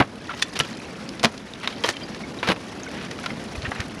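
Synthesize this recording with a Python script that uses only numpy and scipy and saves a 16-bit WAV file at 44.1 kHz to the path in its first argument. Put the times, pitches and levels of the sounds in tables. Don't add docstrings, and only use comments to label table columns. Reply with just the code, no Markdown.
import sys
import numpy as np
from scipy import signal
from scipy.fft import rfft, irfft
from scipy.io import wavfile
from scipy.ndimage import uniform_filter1d, map_coordinates

SR = 44100
rng = np.random.default_rng(int(sys.argv[2]) if len(sys.argv) > 2 else 0)


def store_pcm(level_fs):
    pcm = np.round(np.clip(level_fs, -1, 1) * 32767).astype(np.int16)
    wavfile.write(sys.argv[1], SR, np.atleast_2d(pcm).T)


N = 176400
LEVEL_S = .008
TOP_HZ = 15300


def undb(db):
    return 10 ** (np.asarray(db) / 20)


def unit_rms(x):
    return x / np.sqrt(np.mean(x ** 2))


def hit(x, db=0):
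    return x * undb(db) / np.sqrt(np.sum(x ** 2) / (LEVEL_S * SR))


def add(out, at, x):
    start = int(np.clip(at * SR, 0, N - 1))
    out[start:start + len(x)] += x[:N - start]


def shot_time():
    return np.arange(SR // 4) / SR


def attack(t, rise_s):
    return 1 - np.exp(-t / rise_s)


def decay(t, t60):
    return np.exp(-np.log(1000) * t / t60)


def mode(t, hz, t60):
    return np.sin(2 * np.pi * hz * t) * decay(t, t60)


def band(x, lo_hz, hi_hz):
    x = signal.sosfilt(signal.butter(2, lo_hz, "high", fs=SR, output="sos"), x)
    return signal.sosfilt(signal.butter(3, min(hi_hz, .45 * SR), fs=SR, output="sos"), x)


def eq(x, curve):
    hz, db = np.array(curve).T
    bins_hz = np.maximum(np.fft.rfftfreq(x.shape[-1], 1 / SR), 1)
    return irfft(rfft(x) * undb(np.interp(np.log(bins_hz), np.log(hz), db)), x.shape[-1])


def diffuse(x, impulse):
    return signal.fftconvolve(x, impulse / np.sqrt(np.sum(impulse ** 2)))[:N]


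def wander(rate_hz):
    points = rng.standard_normal(1024)
    return map_coordinates(points, [np.arange(N) / SR * rate_hz], order=2, mode="mirror")


def grains(n, spread_db, grain_samples=24):
    grain_db = spread_db * np.clip(rng.standard_normal(n // grain_samples + 1), -3, 3)
    strength = np.repeat(undb(grain_db), grain_samples)[:n]
    return unit_rms(strength * rng.standard_normal(n))


def whiten(x):
    spectrum = rfft(x)
    contour = np.sqrt(uniform_filter1d(abs(spectrum) ** 2, size=200))
    return irfft(spectrum / contour, len(x)) * (np.arange(len(x)) < len(x) / 2)


def twig_tone(x, lo_hz, hi_hz):
    fizz_gain = undb(-16.5) * np.clip((hi_hz - lo_hz) / 4500, .05, 1.3) ** 2.5
    return band(x, lo_hz, hi_hz) + fizz_gain * band(x, lo_hz=8500, hi_hz=14000)


def bubble(hz, cycles):
    life = cycles / hz
    t = np.arange(int(life * SR) + 2) / SR
    chirp = np.sin(2 * np.pi * hz * t * (1 + .037 * t / life))
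    return chirp * decay(t, life) * attack(t, 2 / hz)


def litter(per_s=70, lowest_hz=900, octaves=2.5, range_db=11):
    out, t = np.zeros(N), shot_time()[:1024]
    for when, pitch, size in rng.random((int(per_s * N / SR), 3)):
        hz = lowest_hz * 2 ** (octaves * pitch)
        tick = band(rng.standard_normal(len(t)) * decay(t, t60=.028), hz, hz * 1.81)
        add(out, when * N / SR, hit(tick, range_db * size ** 2))
    return unit_rms(out)


def bubble_swarm(per_s=600, centre_hz=2914, spread_octaves=.9, spread_db=4.5):
    out = np.zeros(N)
    for when, pitch, size, ring in rng.standard_normal((int(per_s * N / SR), 4)):
        hz = centre_hz * 2 ** (spread_octaves * pitch)
        if hz < TOP_HZ:
            at = (when * 1000) % (N / SR)
            blip = bubble(hz, cycles=39 * np.exp(.46 * ring))
            add(out, at, hit(blip, spread_db * min(size, 2)))
    return unit_rms(band(out, lo_hz=600, hi_hz=7000))


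# (frequency [Hz], gain [dB])
RUSH_EQ = [(20, -38), (40, -13), (70, -13.5), (135, -8), (220, -1), (340, -5.5), (560, -8), (1000, -13),
           (2000, -14.5), (3500, -18.5), (5600, -19), (7500, -25), (10000, -34), (15000, -39)]
# (time [s], rush gain [dB], trickle and crackle gain [dB])
WATER_FADERS = [(0, -40.5, -54), (.25, -40, -41), (.7, -38, -38), (1.15, -36.5, -44), (1.42, -40.5, -45.5),
                (1.75, -37.5, -39.5), (2.25, -36, -42.5), (2.6, -37, -45), (2.9, -36, -39.5),
                (3.4, -35.5, -41.5), (4, -37, -39)]


def water():
    rush = unit_rms(eq(rng.standard_normal(N), RUSH_EQ))
    body = signal.sosfilt(signal.butter(1, 700, fs=SR, output="sos"), rush)
    gurgle = body * undb(.87 * wander(rate_hz=35))
    splash = (rush - body) * undb(2.2 * wander(rate_hz=90))
    trickle = undb(-6.5) * litter() + undb(-3) * bubble_swarm()
    at, rush_db, trickle_db = np.array(WATER_FADERS).T
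    t = np.arange(N) / SR
    rush_gain = undb(np.interp(t, at, rush_db))
    trickle_gain = undb(np.interp(t, at, trickle_db))
    return (gurgle + splash) * rush_gain + trickle * trickle_gain


# (time [s], level [dB], pitch [Hz])
THUMP_CUES = [(3.58, -30.5, 75.5), (3.637, -34.5, 135), (3.679, -32.5, 90), (3.797, -29.5, 97)]


def low_thumps():
    out, t = np.zeros(N), shot_time()
    for at, db, hz in THUMP_CUES:
        add(out, at, hit(mode(t, hz, t60=.036) * attack(t, rise_s=.004), db))
    return out


# (time [s], level [dB], pitch [Hz], ring length [cycles])
DRIP_CUES = [(.294, -26.5, 1345, 18), (.308, -32, 1140, 30), (0.801, -37, 2450, 26),
             (2.236, -32, 2184, 130), (2.388, -34, 3850, 77), (2.834, -30.5, 6330, 50),
             (2.864, -35, 1500, 51), (2.875, -34, 2160, 57), (3.553, -33, 2480, 50),
             (3.654, -25, 1855, 100), (3.661, -35, 1570, 25)]


def drips():
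    out = np.zeros(N)
    for at, db, hz, cycles in DRIP_CUES:
        add(out, at, hit(bubble(hz, cycles), db))
    return out


# (time [s], length [s], level [dB], low cut [Hz], high cut [Hz])
DRAG_CUES = [(0.29, 0.034, -33, 880, 3020), (.335, .015, -33.5, 600, 3000), (0.361, .05, -36, 1380, 7000),
             (0.554, 0.025, -26.5, 1080, 4840), (0.613, 0.12, -39.5, 1100, 6700),
             (1.253, 0.028, -33, 450, 3500), (1.624, 0.041, -30, 760, 3570),
             (1.679, 0.064, -37.5, 900, 4500), (1.845, 0.068, -26, 500, 5260),
             (2.428, 0.071, -30, 800, 3700), (2.473, 0.057, -20.5, 247, 3900),
             (2.928, 0.15, -37, 1180, 3250), (3.616, 0.021, -33.5, 2190, 4350),
             (3.644, 0.03, -30, 1500, 2800), (3.741, 0.093, -33.5, 1300, 2420)]


def brush_drags(jerks_per_s=165, jerk_db=2.5):
    out, t = np.zeros(N), shot_time()
    for at, length, db, lo_hz, hi_hz in DRAG_CUES:
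        swell = np.sin(np.pi * np.minimum(t / length, 1)) ** .26
        jerks = map_coordinates(rng.standard_normal(256), [t * jerks_per_s], order=1, mode="mirror")
        crackle = grains(len(t), spread_db=3, grain_samples=48)
        rub = twig_tone(crackle * swell * undb(jerk_db * jerks), lo_hz, hi_hz)
        add(out, at, hit(rub, db) * np.sqrt(length / LEVEL_S))
    return out


# (frequency [Hz], gain [dB], t60 [s])
HEAD_MODES = [(1333, -9, .13), (2350, 2, 0.14), (3170, -8, 0.094), (4820, 5, 0.057), (7400, 0, .08)]
# (time [s], level [dB], most excited frequency [Hz])
CLINK_CUES = [(0.296, -28.5, 1200), (0.603, -26.5, 1200), (1.841, -21, 3470), (1.935, -33.5, 3150),
              (2.015, -33, 3300), (2.032, -31, 4900), (2.433, -25.5, 1680), (2.449, -29, 1650)]


def head_clinks():
    out, t = np.zeros(N), shot_time()
    for at, db, centre_hz in CLINK_CUES:
        ring = sum(undb(mode_db - 84 * np.log2(hz / centre_hz) ** 2) * mode(t, hz, t60)
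                   for hz, mode_db, t60 in HEAD_MODES)
        add(out, at, hit(ring * attack(t, rise_s=.0015), db))
    return out


# (pitch [ratio], gain [dB], t60 [ratio])
MUD_MODES = [(1, 1, 1), (1.8, -6.5, .8), (2.5, -3, 0.55), (3.1, -2.5, 0.65), (4.3, -18, 0.67)]
# (time [s], level [dB], pitch [Hz], t60 of the lowest mode [s])
THUD_CUES = [(.001, -15, 277, .06), (.007, -18.5, 135, 0.061), (.603, -28.5, 145, 0.062),
             (1.2385, -22, 536, 0.022), (1.2463, -16, 225.4, 0.094), (1.844, -20.5, 489, 0.019),
             (1.890, -27.5, 383, 0.021), (2.487, -20, 185.4, 0.13), (2.498, -18, 322, 0.051),
             (2.516, -25.5, 252, 0.061)]


def mud_thuds():
    out, t = np.zeros(N), shot_time()
    onset = attack(t, rise_s=.0012)
    for at, db, hz, t60 in THUD_CUES:
        knock = sum(undb(mode_db) * mode(t, hz * ratio, t60 * share)
                    for ratio, mode_db, share in MUD_MODES)
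        squelch = band(rng.standard_normal(len(t)) * decay(t, t60 * 1.64), hz * .66, hz * 5.3)
        add(out, at, hit(onset * (hit(knock) + hit(squelch, db=-6)), db))
    return out


# (time [s], level [dB], low cut [Hz], high cut [Hz], tear t60 [s],
# ring pitch [Hz], ring level against the tear [dB])
SNAP_CUES = [(.0005, -15, 200, 3250, .035, 2080, -11), (.0055, -12.5, 600, 2410, 0.028, 980, -1.5),
             (.011, -15.5, 600, 2400, .03, 737, -1), (0.023, -20.5, 750, 2440, 0.022, 1090, -7),
             (0.419, -23, 2500, 8400, 0.048, 4450, -6), (0.4233, -12, 1900, 6360, 0.028, 3500, -3),
             (0.4244, -22.5, 1500, 5000, 0.026, 1795, 1), (0.5902, -19, 860, 10200, 0.04, 5860, -4),
             (0.6002, -12.5, 960, 4900, 0.024, 2970, 0), (.606, -17.5, 700, 5000, 0.021, 1710, -3.5),
             (0.635, -32, 2600, 5500, .02, 3300, 3), (1.09, -30, 3480, 5700, 0.011, 5070, 2),
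             (1.195, -29.5, 2500, 5270, 0.034, 3700, -8), (1.23, -18, 700, 7700, 0.11, 5430, -12),
             (1.2385, -13.5, 500, 5640, 0.012, 705, 1.5), (1.2453, -9.5, 594, 5200, 0.016, 2450, -10),
             (1.2533, -13, 800, 4600, 0.015, 3270, -4), (1.378, -34, 3020, 5440, .015, 4120, -4),
             (1.536, -32.5, 3000, 4600, 0.01, 3720, 0), (1.6745, -16, 940, 3820, 0.021, 3770, -4),
             (1.8376, -17, 900, 4850, 0.04, 3240, -1), (1.844, -19.5, 500, 3800, .035, 943, -6),
             (1.8886, -15, 700, 8100, .032, 1804, -3), (1.898, -25, 1200, 8200, 0.063, 4660, -8),
             (1.9678, -29, 2200, 4300, 0.016, 3050, 3), (2.146, -31.5, 1500, 5000, 0.039, 1750, -7),
             (2.429, -19, 496, 2430, 0.026, 1280, -17), (2.4867, -15.5, 1100, 4200, 0.049, 1600, -4),
             (2.507, -23, 900, 3840, 0.023, 2880, -1), (2.562, -33, 700, 3520, 0.025, 2680, -7),
             (3.111, -27.5, 1400, 5750, .03, 1880, -4), (3.188, -32.5, 1100, 4240, .025, 1290, -4),
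             (3.239, -28, 1100, 3780, 0.063, 1500, -5), (3.2598, -20.5, 890, 4400, 0.028, 1364, -3.5),
             (3.303, -27.5, 1500, 2800, 0.039, 2080, 1), (3.717, -22, 706, 2000, 0.036, 1680, -4),
             (3.802, -24.5, 1400, 6240, 0.031, 1910, -8)]


def stick_snaps():
    out, t = np.zeros(N), shot_time()
    onset = attack(t, rise_s=.00035)
    for at, db, lo_hz, hi_hz, t60, ring_hz, ring_db in SNAP_CUES:
        burst = grains(len(t), spread_db=3.5) * onset * decay(t, t60)
        tear = twig_tone(whiten(burst), lo_hz, hi_hz)
        ring_t60 = (t60 + 65 / ring_hz) / 2
        ring = onset * mode(t, ring_hz, ring_t60)
        add(out, at, hit(hit(tear) + hit(ring, ring_db), db))
    return out


# (frequency [Hz], gain [dB])
SIDE_EQ = [(20, -32), (100, -54), (400, -60), (1400, -51.5), (3000, -50), (5000, -31.5), (9500, -33),
           (11500, -14), (13000, 1), (16000, 0)]


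def scene():
    t = shot_time()
    work = stick_snaps() + mud_thuds() + brush_drags() + head_clinks() + drips()
    bank = band(rng.standard_normal(len(t)), lo_hz=413, hi_hz=6350) * decay(t, t60=.093)
    echo = diffuse(work, bank * (t > .004))
    mid = work + undb(-22.5) * echo + low_thumps() + water()
    smear = rng.standard_normal(len(t)) * decay(t, t60=.024)
    side = eq(diffuse(mid, smear), SIDE_EQ)
    hiss = unit_rms(band(rng.standard_normal(N), lo_hz=11000, hi_hz=14000))
    side += undb(-72.5) * hiss
    return np.array([mid + side, mid - side])


# (frequency [Hz], gain [dB])
MIC_EQ = [(15, -14), (35, -3), (60, 7), (6000, -5.5), (7400, -8), (8600, -7.5), (9600, 1), (11000, -3),
          (12500, -12.5), (15000, -31)]


def record(dry):
    heard = np.clip(eq(dry, MIC_EQ), -1, 1)
    return signal.sosfilt(signal.ellip(12, .2, 90, TOP_HZ, fs=SR, output="sos"), heard)


dry = scene()
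out = record(dry)
store_pcm(out)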